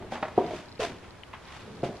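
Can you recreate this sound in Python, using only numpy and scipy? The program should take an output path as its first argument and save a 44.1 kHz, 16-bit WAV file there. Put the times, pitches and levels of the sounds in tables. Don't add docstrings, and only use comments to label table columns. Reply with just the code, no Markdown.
import sys
import numpy as np
from scipy import signal
from scipy.fft import rfft, irfft
from scipy.io import wavfile
from scipy.ndimage import uniform_filter1d

SR = 44100
rng = np.random.default_rng(int(sys.argv[2]) if len(sys.argv) > 2 else 0)


def int16_out(signal):
    q = np.round(np.clip(np.atleast_2d(signal).T, -1, 1) * 32767)
    wavfile.write(sys.argv[1], SR, q.astype(np.int16))


N = 88200
T = np.arange(N) / SR


def amp(db):
    return 10 ** (np.asarray(db) / 20)


def evened(x):
    return x / np.sqrt(np.mean(x ** 2) + 1e-20)


def read(points, hz):
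    f, value = np.transpose(points)
    return np.interp(np.log(hz + 1), np.log(f + 1), value)


def colour(x, *spectra):
    hz = np.fft.rfftfreq(N, 1 / SR)
    return irfft(rfft(x) * amp(sum(read(s, hz) for s in spectra)), N)


def stroke(start_s, rise_s, hold_s, t60_s):
    rise = np.clip((T - start_s) / rise_s, 0, 1)
    return rise * amp(-60 * np.maximum(T - start_s - rise_s - hold_s, 0) / t60_s)


def ring(modes, pitch=1, hard_db=0, damping=1):
    t = T[:SR // 5]
    knee_hz = modes[len(modes) // 3][0]
    sound = np.zeros(len(t))
    for k, (hz, db, t60) in enumerate(modes):
        lift_db = hard_db * max(np.log2(hz / knee_hz), 0)
        decay = amp(db + lift_db - 60 * damping * t / t60)
        sign = (-1) ** (k + 1)
        sound += sign * decay * np.sin(2 * np.pi * hz * pitch * t)
    return sound


def strike(modes, s, db, pitch, rise_ms, hard_db):
    rise = 1 - np.exp(-T[:SR // 5] * 1000 / rise_ms)
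    sound = ring(modes, pitch, hard_db) * rise
    out, at = np.zeros(N + len(sound)), round(s * SR)
    out[at:at + len(sound)] = amp(db) * sound / abs(sound).max()
    return out[:N]


def wash(tone, side, patchy_db):
    frames, hz = N // 256 + 5, np.fft.rfftfreq(1024, 1 / SR)
    a, b, c, d, patches = rng.standard_normal((frames, 513, 5)).T
    patches = uniform_filter1d(patches, size=10, axis=0)
    patches = evened(uniform_filter1d(patches, size=10, axis=1))
    mid_bins = a + 1j * b
    side_bins = (c + 1j * d) * amp(read(side, hz))[:, None]
    level_db = read(tone, hz)[:, None] + patchy_db * patches
    bins = np.array([mid_bins, side_bins]) * amp(level_db)
    x = signal.istft(bins, nperseg=1024, noverlap=768)[1][:, :N]
    return x / np.std(x[0])


# (frequency [Hz], relative level [dB per Hz])
BARN_TONE = [(20, -4.5), (45, -26), (75, 2), (130, -10), (250, -10.5), (500, -12.5), (1000, -13),
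             (2200, -21.5), (4000, -27), (7000, -35.5), (11000, -42.5), (13000, -52), (15000, -60)]
# (frequency [Hz], side minus mid [dB])
BARN_WIDTH = [(60, -37), (110, -9.5), (200, -2.5), (380, 0), (700, -7.5), (1290, -7.5), (2370, -5),
              (4380, -1), (8080, -0.5), (14900, 6)]
BARN_DB = -50.5


def barn():
    return amp(BARN_DB) * wash(BARN_TONE, BARN_WIDTH, patchy_db=.8)


# (frequency [Hz], relative level [dB], t60 [s])
MOTOR_MODES = [(4400, 0, .012), (5400, -4, .012)]
# (time [s], peak level in the side [dB])
MOTOR_TICKS = [(0.359, -47), (0.386, -51), (0.405, -56), (0.465, -38), (.587, -51), (0.658, -45),
               (0.685, -43), (0.692, -44), (0.718, -42), (0.725, -41), (.753, -46), (0.758, -43),
               (0.791, -44), (0.985, -47), (1.087, -55), (1.107, -42), (1.454, -45), (1.485, -43),
               (1.572, -47), (1.619, -47), (1.717, -51), (1.753, -51), (1.77, -46), (1.821, -44),
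               (1.969, -41)]
TICK_MID_DB = -7


def motor():
    ticks = sum(strike(MOTOR_MODES, s, db, pitch=0.93, rise_ms=0.25, hard_db=0) for s, db in MOTOR_TICKS)
    late = np.roll(ticks, 3)
    return np.array([amp(TICK_MID_DB) * late, ticks])


# (time [s], level [dB])
SHUFFLE_LEVEL = [(0, -47), (.3, -55.5), (.45, -41), (.62, -53), (.8, -57.5), (.9, -41), (1.05, -59),
                 (1.5, -61), (1.62, -50), (1.7, -44), (1.8, -45.5), (1.88, -40), (2, -49)]
# (frequency [Hz], relative level [dB per Hz])
SHUFFLE_TONE = [(50, -14), (90, 3), (135, 3), (200, 3), (290, 0.5), (500, -1.5), (900, -19), (2000, -57.5)]
# (frequency [Hz], side minus mid [dB])
NEAR_WIDTH = [(60, -30), (120, -23.5), (250, -27.5), (500, -20), (1300, -12), (2400, -8.5), (4400, -3.5),
              (8000, 2.5), (15000, 11)]


def shuffle():
    level_db = np.interp(T, *np.transpose(SHUFFLE_LEVEL))
    return amp(level_db) * wash(SHUFFLE_TONE, NEAR_WIDTH, patchy_db=1.5)


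# (time [s], rise [s], hold [s], release t60 [s], grit level [dB], hiss level [dB], floor ring level [dB])
SCUFFS = [(.0, 0.011, 0.024, 0.9, -60, -87, -45.5), (0.104, 0.026, 0.015, 0.26, -41, -52, -44),
          (0.206, 0.012, .03, 0.66, -58.5, -62, -47.5), (0.354, 0.025, 0.097, 0.67, -48, -61.5, -47),
          (0.427, 0.14, 0.0065, 0.34, -45.5, -54.5, -43.5), (0.792, 0.011, 0.05, 0.21, -37.5, -45, -43.5),
          (0.853, 0.012, 0.019, 0.48, -48.5, -59, -44), (1.022, 0.011, 0.017, 0.37, -55, -70, -53),
          (1.329, 0.0037, 0.0087, 0.18, -45, -75, -69), (1.371, 0.17, 0.025, 0.35, -49, -60, -58.5),
          (1.598, 0.005, 0.017, 0.35, -52, -62.5, -60), (1.63, 0.028, 0.15, .2, -58, -66, -81),
          (1.829, 0.01, 0.025, 0.18, -43, -53, -37), (1.878, 0.011, 0.016, 0.39, -55, -63, -45),
          (1.933, 0.027, 0.02, .3, -59, -63, -55)]
# (frequency [Hz], relative level [dB per Hz])
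GRIT_TONE = [(400, -54), (800, 2), (1400, 0.5), (2500, -2), (3600, -10), (5500, -70), (9000, -42.5)]
# (frequency [Hz], relative level [dB per Hz])
HISS_TONE = [(2000, -33), (3500, -1), (4500, 0.5), (6500, -5.5), (10000, -18), (12000, -31.5), (15000, -59)]
# (frequency [Hz], relative level [dB], t60 [s])
FLOOR_MODES = [(95, -28, .07), (220, -14, .05), (290, -18, .05), (390, 0, .046), (540, -16, .035),
               (700, -1, .046), (950, -21, .04), (1200, -24, .035)]
GRAINS_PER_S, GRAIN_SPREAD_DB = 5000, 1
CLUMP_DB, CLUMP_S = 1.5, .012


def scuffs():
    present = rng.random(N) < GRAINS_PER_S / SR
    grains = amp(GRAIN_SPREAD_DB * np.minimum(rng.exponential(1, N), 5)) * present
    clump_window = np.hanning(round(CLUMP_S * SR))
    drift = evened(signal.oaconvolve(rng.standard_normal(N), clump_window, "same"))
    grains = (grains + 0.51) * amp(CLUMP_DB * drift) * rng.standard_normal((3, N))

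    power = np.zeros((3, N))
    for s, rise, hold, t60, *db in SCUFFS:
        power += (amp(db)[:, None] * stroke(s, rise, hold, t60)) ** 2
    grit, hiss, floor = np.sqrt(power)

    out = np.zeros((2, N))
    for tone, level in [(GRIT_TONE, grit), (HISS_TONE, hiss)]:
        mid = colour(grains[0], tone)
        side = colour(grains[1], tone, NEAR_WIDTH)
        out += np.array([mid, side]) / np.std(mid) * level
    rubbed = ring(FLOOR_MODES, pitch=0.95, hard_db=-2, damping=1.8)
    out[0] += evened(signal.oaconvolve(grains[2], rubbed)[:N]) * floor
    return out


# (frequency [Hz], relative level [dB], t60 [s])
BUCKLE_MODES = [(2150, -5, 0.0054), (2540, -7, 0.0078), (3220, -5.5, 0.0085)]
# (time [s], peak level [dB], hardness [dB per octave])
BUCKLE_CLICKS = [(0.779, -43, -7), (1.2346, -31, 16)]


def buckle():
    clicks = sum(strike(BUCKLE_MODES, s, db, 0.936, 0.85, hard) for s, db, hard in BUCKLE_CLICKS)
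    return np.array([clicks, colour(clicks, NEAR_WIDTH)])


# (frequency [Hz], relative level [dB], t60 [s])
DRAG_MODES = [(422, 0, .16), (688, 1, .14), (1020, -8, .09), (1350, -9, .07), (2560, -12, .03)]
DRAG_S, DRAG_RISE_S, DRAG_HOLD_S, DRAG_T60_S, DRAG_DB = .803, 0.004, 0.043, 0.075, -30.5


def drag():
    singing = evened(signal.oaconvolve(rng.standard_normal(N), ring(DRAG_MODES))[:N])
    mid = amp(DRAG_DB) * stroke(DRAG_S, DRAG_RISE_S, DRAG_HOLD_S, DRAG_T60_S) * singing
    return np.array([mid, np.zeros(N)])


# (frequency [Hz], t60 [s])
STALL_DECAY = [(100, 0.077), (400, 0.43), (1500, 0.41), (6000, 0.59)]
FIRST_ECHO_S = 0.006027
STALL_DB, STALL_SIDE_DB = -4.5, -14.5
DIRECT_SIDE_DB = -1


def stall(x):
    taps = np.zeros((2, SR))
    at = np.arange(round(FIRST_ECHO_S * SR), SR - 20, 20)
    places = at + rng.integers(0, 20, (2, len(at)))
    np.put_along_axis(taps, places, rng.choice([-1., 1.], (2, len(at))), 1)
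    hz, t, z = signal.stft(taps, SR, nperseg=256)
    decay = amp(-60 * t / read(STALL_DECAY, hz)[:, None])
    tail = signal.istft(z * decay, SR, nperseg=256)[1]
    tail = tail / np.linalg.norm(tail[0])
    echo_mid, echo_side = amp(STALL_DB) * signal.fftconvolve(x[None], tail, axes=1)[:, :N]
    echo_side = amp(STALL_SIDE_DB) * colour(echo_side, BARN_WIDTH)
    turned = signal.hilbert(x).imag
    direct_side = amp(DIRECT_SIDE_DB) * colour(turned, NEAR_WIDTH)
    return np.array([x + echo_mid, echo_side + direct_side])


# (frequency [Hz], relative level [dB], t60 [s])
BOARD_MODES = [(235, -7, .05), (530, -7, .045), (605, -5, .05), (800, 0, .045), (920, -8, .04),
               (1060, -10, .04), (1360, -11, .035), (1600, -13, .03), (1880, -12, .03), (2500, -15, .025),
               (2950, -16, .025), (3580, -20, .025)]
# (time [s], peak level of the ring [dB], pitch factor,
# rise [ms], hardness [dB per octave], crack relative to that peak [dB])
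BUMPS = [(.022, -35.5, 1.1, 2, -2.5, -14), (.1205, -22, 0.97, 3.2, -6, -30), (.145, -32, 0.8, 1, -2, -15),
         (.155, -27, 1.07, 0.41, 0, -10), (.178, -31, 0.92, 0.93, -3, -22),
         (0.2267, -17.5, 1.025, 0.24, -1.5, -11.5), (.233, -22, 0.99, 1.5, -17, -24.5),
         (.2515, -28, 0.81, 0.43, 2.5, -16), (.281, -37, 1.05, 1, -4, -8),
         (1.335, -35.5, 1.13, 0.82, 4, -8), (1.344, -41, 1.084, 1, 7, -8)]
# (frequency [Hz], relative level [dB per Hz])
CRACK_TONE = [(500, -17), (1000, 14.5), (1900, 7), (3000, -4), (5000, -16), (12000, -63)]
CRACK_RISE_S, CRACK_T60_S = 0.0015, 0.073


def board_bumps():
    rings, crack = np.zeros(N), np.zeros(N)
    for s, db, pitch, rise_ms, hard_db, crack_db in BUMPS:
        rings += strike(BOARD_MODES, s, db, pitch, rise_ms, hard_db)
        decay = amp(db + crack_db - 60 * np.maximum(T - s, 0) / CRACK_T60_S)
        crack += decay * np.clip((T - s) / CRACK_RISE_S, 0, 1)
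    return rings + crack * evened(colour(rng.standard_normal(N), CRACK_TONE))


# (frequency [Hz], relative level [dB], t60 [s])
FAR_MODES = [(135, -10, .06), (205, -11, .06), (350, 0, .045), (450, -12, .09), (530, -2, .045),
             (690, -5, .05), (880, -14, .04), (1330, -20, .03)]
# (frequency [Hz], relative level [dB], t60 [s])
TOE_MODES = [(115, -14, .05), (480, 0, .03), (640, -12, .03), (2600, -22, .02)]
# (time [s], peak level [dB], pitch factor, rise [ms], hardness [dB per octave])
HOOVES = [(0.043, -41, 0.68, 0.97, 9), (.3772, -7.5, 1.03, 2, -2), (0.3867, -18, 1.3, 0.35, 3),
          (0.403, -25.5, 0.75, 2.1, 0), (.412, -26, 1.01, 0.61, 14.5), (.422, -42, 0.87, 1.2, 4),
          (.442, -27, 0.82, 2.5, -10), (.507, -26.5, 0.907, 1.2, 6), (.534, -27.5, 0.88, 1.3, 2.5)]
FAR_HOOVES = [(1.8307, -17, 1, 2.3, -2), (1.838, -24, 1, 0.76, 3.5), (1.852, -26.5, 0.986, 1.46, 2.5),
              (1.886, -32.5, 1.15, 2, -1), (1.905, -36, 1.12, 1.6, -2), (1.935, -35.5, 1.05, 3, -12)]
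TOES = [(0.7949, -23, 0.92, 0.63, -6), (.799, -21, 1.025, 1.1, 3)]


def hooves():
    struck = [(FLOOR_MODES, HOOVES), (FAR_MODES, FAR_HOOVES), (TOE_MODES, TOES)]
    return sum(strike(modes, *blow) for modes, blows in struck for blow in blows)


def scene():
    behind = barn() + motor()
    bedding = shuffle() + scuffs()
    close_by = buckle() + drag()
    knocks = stall(board_bumps() + hooves())
    mid, side = behind + bedding + close_by + knocks
    return np.array([mid + side, mid - side])


EDGE_HZ = 15300


def record(dry):
    low_pass = signal.firwin(511, EDGE_HZ, window=("kaiser", 9), fs=SR)
    return signal.oaconvolve(dry, low_pass[None], "same")


dry = scene()
out = record(dry)
int16_out(out)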